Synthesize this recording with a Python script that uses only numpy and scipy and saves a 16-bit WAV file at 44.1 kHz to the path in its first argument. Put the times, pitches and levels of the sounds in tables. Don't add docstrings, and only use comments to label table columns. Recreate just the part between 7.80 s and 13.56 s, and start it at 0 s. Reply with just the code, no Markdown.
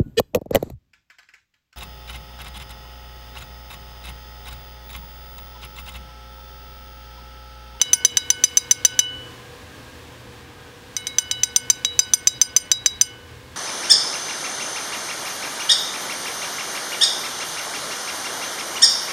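import sys
import numpy as np
from scipy import signal
from scipy.io import wavfile
from scipy.ndimage import uniform_filter1d

SR = 44100
rng = np.random.default_rng(int(sys.argv[2]) if len(sys.argv) > 2 else 0)


def master(y):
    cut = np.clip(np.atleast_2d(y).T, -1, 1)
    pcm = np.round(cut * 32767)
    wavfile.write(sys.argv[1], SR, pcm.astype(np.int16))


def ratio_of_db(decibels):
    return 10 ** (np.asarray(decibels, float) / 20)


N = 254016
SECOND_RUN_S = 2.5


def evened(x):
    return x / np.sqrt(np.mean(x ** 2) + 1e-20)


def read_curve(points, hz):
    point_hz, value = np.transpose(points)
    return np.interp(np.log(hz + 1), np.log(point_hz + 1), value)


def smooth(x, seconds):
    r = np.exp(-1 / (seconds * SR))
    return signal.lfilter([1 - r], [1, -r], x)


def coloured(x, points):
    log_gain = np.log(ratio_of_db(read_curve(points, abs(np.fft.fftfreq(2048, 1 / SR)))))
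    response = np.conj(np.exp(signal.hilbert(log_gain)))
    impulse = np.fft.ifft(response).real[:1024]
    return signal.oaconvolve(x, impulse)[:N]


# (frequency [Hz], level [dB per Hz])
AIR_COLOUR = [(22, -39), (45, -17.5), (70, 1), (135, -5.5), (160, -11.5), (270, -6), (400, -11), (490, -10),
              (560, -16), (1100, -12.5), (1370, -17.5), (1680, -12.5), (2000, -17), (3300, -17.5),
              (6000, -25), (12000, -33.5), (16000, -34.5)]
# (time [s], level [dB], brightness above 1 kHz [dB per octave])
AIR_COURSE = [(0, 0.5, -0.5), (.7, -0.5, 1), (1.25, 0.5, -0.5), (1.5, 0.5, 0.2), (1.8, 0, 0.1),
              (2.3, -0.5, 0), (2.8, -1.5, -0.46), (3.2, -1.5, 0.25), (4.2, -1, 0.5), (5.2, -1, -0.5),
              (5.45, -3, 0.1), (5.76, -1.5, 0.3)]


def fan_air(patchy_db=0.1, swell_db=0.5):
    size, hop = 2048, 512
    frames, hz = N // hop + 5, np.fft.rfftfreq(size, 1 / SR)
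    real, imag, patches = rng.standard_normal((frames, len(hz), 3)).T
    patches = uniform_filter1d(patches, size=20, axis=0)
    patches = evened(uniform_filter1d(patches, size=8, axis=1))
    swell = evened(uniform_filter1d(rng.standard_normal(frames), size=10))

    time_s, _, bright_db = np.transpose(AIR_COURSE)
    octaves = np.log2(np.maximum(hz / 1000, 1))
    tilt_db = octaves[:, None] * np.interp(np.arange(frames) * hop / SR, time_s, bright_db)
    level_db = read_curve(AIR_COLOUR, hz)[:, None] + patchy_db * patches + swell_db * swell + tilt_db
    spectrum = (real + 1j * imag) * ratio_of_db(level_db)
    air = signal.istft(spectrum, nperseg=size, noverlap=size - hop)[1][:N]
    return ratio_of_db(-42.5) * evened(air)


# (frequency [Hz], level [dB], width [Hz])
FAN_TONES = [(83.3, -54, 10), (120.6, -51, 12.8), (258.6, -60.5, 3.9), (427, -63, 6.2), (481, -52.5, 7.1),
             (511.6, -56.5, 9.3), (601, -65.5, 4.9), (765, -64.5, 3.1), (818, -68, 8), (1032, -62, 4),
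             (1250, -66, 4), (1516, -65, 3.6), (1616, -59, 16)]


def fan_tones(steady=1.0):
    t = np.arange(N) / SR
    out = np.zeros(N)
    for hz, db, width_hz in FAN_TONES:
        waver = rng.standard_normal(N) + 1j * rng.standard_normal(N)
        waver = smooth(smooth(waver, 0.27 / width_hz), 0.27 / width_hz)
        waver = steady + waver / np.std(waver)
        out += ratio_of_db(db) * evened((waver * np.exp(2j * np.pi * hz * t)).real)
    return out


def fans():
    time_s, level_db, _ = np.transpose(AIR_COURSE)
    return (fan_air() + fan_tones()) * ratio_of_db(np.interp(np.arange(N) / SR, time_s, level_db))


# (frequency [Hz], t60 [s])
ROOM_DECAY = [(300, .2), (1500, 1), (4000, 0.29), (8000, 0.15), (16000, 0.17)]


def room(x):
    spacing = 20
    reflections, at = np.zeros(SR // 2), np.arange(150, SR // 2 - spacing, spacing)
    reflections[at + rng.integers(0, spacing, len(at))] = rng.choice([-1., 1.], len(at))
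    hz, t, spectrum = signal.stft(reflections, SR, nperseg=256)
    decay_db = -60 * t / read_curve(ROOM_DECAY, hz)[:, None]
    tail = signal.istft(spectrum * ratio_of_db(decay_db), SR, nperseg=256)[1]
    return signal.fftconvolve(x, tail / np.linalg.norm(tail))[:N]


# (time [s], blow [dB], 1.5 kHz ring [dB], 3 kHz ring [dB], 3.9 kHz ring [dB])
FIRST_TAPS = [(-0.1, 9, 1.5, 7.0, -1.5), (0.0148, 1.5, -1, 7, 8), (0.132, 7.5, 7.5, 1.5, -16),
              (0.249, 6.5, -12, 4, 5.5), (0.3707, 0.0, 4, 2.5, 8), (0.5024, 2.5, 7.5, 2.5, -2),
              (0.6385, 6, -5, 2, 0), (0.7713, 6, -2, -7, 4.5), (0.911, 7, 2, -8.5, -2),
              (1.0496, 8.5, 6.5, 3.5, 5.5), (1.191, 4, 6.5, 15, 4.5)]
SECOND_TAPS = [(3.1657, -12.5, -1.0, -5, 0.5), (3.269, -15, -7.0, -14, 5), (3.3843, -0.5, 4.5, 1, -2),
               (3.5121, -9.5, 1.5, 4.5, 8), (3.634, -1.5, 3.5, -7, 4), (3.7612, 2, 5, -4.0, -11.5),
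               (3.9, 5.5, 5.5, -8, 3), (4.0479, -8.5, -10, -2, 16.5), (4.1913, 4.5, 7, -3, 9.5),
               (4.3355, 4.5, 4, -13.5, -15), (4.472, 5, -2.0, -8, 11.5), (4.6146, 6, 3.5, -9, -2),
               (4.7641, 6, 0.5, -7.5, -7), (4.9155, 1, -0.5, -14, 16), (5.0604, 1, -8, -13, 15.5),
               (5.212, 5.5, 2.5, -2.5, -4.5)]
# (level [dB], share of the blow [dB/dB], change in the second run [dB], share of the 3.9 kHz ring [dB/dB])
FOLLOWERS = [
    (-0.5, -.2, -2, -0.26),
    (-2.5, 0.73, 3, 0.16),
    (-1, 1.17, 2, 0.17),
    (-6, 0.59, 5.5, -0.36),
    (10, 0.92, -10.5, -0.26),
    (-15.5, 0.61, 13, 0.055),
    (2, 1.21, -4.5, 0.071),
    (.5, 0.75, -1.5, 0.31),
]


def struck():
    times, blow_db, *rings_db = np.transpose(FIRST_TAPS + SECOND_TAPS)
    second = times > SECOND_RUN_S
    others_db = [db + share * blow_db + later_db * second + lean * rings_db[-1]
                 for db, share, later_db, lean in FOLLOWERS]
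    return times, np.transpose([blow_db, *rings_db, *others_db])


# (frequency [Hz], level [dB])
KNOCK_COLOUR = [(120, -20), (350, -16.5), (900, -14.5), (1700, -1.5), (2600, -4.5), (3400, -1),
                (5000, -4.5), (9000, -18.5), (16000, -24)]


def knock(level_db=9.0, echoes=((0.0007, -0.6), (0.0018, 0.5), (0.0031, 0.3))):
    times, levels_db = struck()
    push = np.zeros(N)
    push[np.round(times[1:] * SR).astype(int)] = ratio_of_db(level_db + levels_db[1:, -1])
    thrown_back = sum(share * np.roll(push, round(delay_s * SR)) for delay_s, share in echoes)
    return coloured(push + thrown_back, KNOCK_COLOUR)


# (frequency [Hz], level [dB])
CRACK_COLOUR = [(600, -22), (1500, -6), (3300, 6), (6500, -6), (9000, -8), (12000, -21), (16000, -28)]
# (frequency [Hz], level [dB])
SHIMMER_COLOUR = [(600, -19), (1500, -6), (3300, -4.5), (5400, 4.5), (6700, 4), (9600, -13), (11500, -13),
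                  (16000, -13)]


def crack(level_db=-10, t60=0.016, share=0.49, tail_db=-13, tail_t60=0.11):
    length = 4096
    t = np.arange(length) / SR
    decays = ratio_of_db([-60 * t / t60, tail_db - 60 * t / tail_t60])
    rattle_and_shimmer = np.zeros((2, N + length))
    for time_s, blow_db, *_ in (FIRST_TAPS + SECOND_TAPS)[1:]:
        start = round(time_s * SR)
        burst = rng.standard_normal(length) * decays
        rattle_and_shimmer[:, start:start + length] += ratio_of_db(level_db + share * blow_db) * burst
    rattle, shimmer = rattle_and_shimmer
    return coloured(rattle, CRACK_COLOUR) + coloured(shimmer, SHIMMER_COLOUR)


MODES_HZ = [925, 1503, 2177, 2968, 3880, 4920, 5570, 6082, 7366, 7585, 8766, 9640, 10260, 10760, 11280,
            11860, 12670, 13055, 13585, 14385, 15405, 2975, 3890]
# (level [dB], t60 [s], pair level [dB], pair t60 [s], beats [per s])
MODE_RINGS = [(-56.5, 0.17, -48, 0.35, 4), (-73, 0.037, -42, 1.2, 0.79), (-42.5, 0.086, -38.5, 1.3, 2.2),
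              (-32.5, 0.031, -32.5, 0.77, 0.71), (-40, 0.071, -33, 0.36, 2.17),
              (-14.5, 0.086, -24, 0.2, 17.8), (-18.5, 0.03, -37, 0.16, 28), (1.5, 0.031, -54, .16, 22),
              (-9.5, 0.038, -39, 0.143, 36), (-18, 0.02, -61, .15, 24), (-13.5, 0.077, -20.5, 0.13, 26),
              (-42, 0.1, -72, .15, 28.1), (-33, 0.09, -42, 0.11, 11), (-40, 0.078, -52, 0.165, 28),
              (-38.5, 0.018, -72, 0.133, 33), (-27, 0.065, -41, 0.16, 22), (-40, .08, -56, 0.12, 23),
              (-32, 0.075, -54, 0.16, 26), (-31, 0.091, -49, 0.14, 16), (-39, .075, -52, 0.11, 28),
              (-37.5, 0.04, -55.5, 0.18, 31), (-10, 0.015, -71, .05, 18), (-30.5, 0.067, -67, .05, 19)]
MODE_FAMILY = [1, 1, 4, 2, 3, 5, 0, 0, 6, 6, 7, 0, 8, 8, 8, 7, 9, 9, 9, 9, 8, 10, 0]


def plate(scatter_db=1.5, rise_s=0.00032, uneven=0.58, drift_s=0.0057, lead_5k_s=0.024,
          flutter=0.58, low_flutter=0.11, flutter_s=0.0053):
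    times, levels_db = struck()
    t = np.arange(N) / SR
    tap = np.searchsorted(times, t) - 1
    since = t - times[tap]
    ringing = since < 0.7
    t, tap, since = t[ringing], tap[ringing], since[ringing]

    modes = len(MODE_RINGS)
    chance, drift = rng.standard_normal((2, modes, len(times)))
    run = (times > SECOND_RUN_S) * 1
    lead_s = 0.04 * rng.random((modes, 2))[:, run] + drift_s * drift
    lead_s[MODES_HZ.index(4920)] = lead_5k_s + drift_s * drift[0]

    step_s = 0.001
    wobble_times = np.arange(0, N / SR + 0.01, step_s)
    r = np.exp(-step_s / flutter_s)
    wobble = rng.standard_normal((2, modes, len(wobble_times)))
    wobble = evened(signal.lfilter([1], [1, -2 * r, r * r], wobble))

    rise = 1 - np.exp(-since / rise_s)
    out = np.zeros(N)
    for k, (hz, (db, t60, pair_db, pair_t60, beats)) in enumerate(zip(MODES_HZ, MODE_RINGS)):
        bright = beats > 10
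        beat = np.pi * beats * (since + lead_s[k, tap])
        pair = (np.exp(1j * beat) + uneven * np.exp(-1j * beat)) / (1 + uneven)
        depth = flutter if bright else low_flutter
        pair *= 1 + depth * np.interp(t, wobble_times, wobble[0, k] + 1j * wobble[1, k])
        first_ring = ratio_of_db(db - 60 * since / t60)
        scatter = scatter_db * chance[k, tap] * bright
        ring = first_ring + ratio_of_db(pair_db + scatter - 60 * since / pair_t60) * pair
        tone = (np.exp(2j * np.pi * hz * since) * ring).imag
        strength = (-1) ** k * ratio_of_db(levels_db[tap, MODE_FAMILY[k]])
        out[ringing] += rise * strength * tone
    return out


def scene():
    taps = plate() + crack() + knock()
    first = np.arange(N) < SECOND_RUN_S * SR
    reflections = room(taps * first) + room(taps * ~first)
    return (taps + ratio_of_db(-24.5) * reflections + fans())[None]


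def top_cut(x):
    return signal.sosfilt(signal.butter(12, 16810, fs=SR, output="sos"), x)


def record(dry):
    power_db = 10 * np.log10(smooth(dry[0] ** 2, 0.0082) + 1e-12)
    fall_db = np.arange(N) * 530.0 / SR
    held_db = np.maximum.accumulate(0.28 * (power_db + 32.5) + fall_db) - fall_db
    ducked = dry / ratio_of_db(smooth(np.maximum(held_db, 0), 0.014))

    ceiling, knee = 0.67, 5
    limited = ducked / (1 + abs(ducked / ceiling) ** knee) ** (1 / knee)

    wide_band = signal.firwin(101, 16300, window=("kaiser", 6), fs=SR)
    narrow_band = signal.firwin(1501, 15770, window=("kaiser", 8), fs=SR)
    wide = signal.oaconvolve(limited, wide_band[None], "same")
    narrow = signal.oaconvolve(limited, narrow_band[None], "same")
    loud = uniform_filter1d(1. * (power_db > -30), size=400)
    return top_cut(narrow + ratio_of_db(-15) * loud * (wide - narrow))


dry = scene()
out = record(dry)
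master(out)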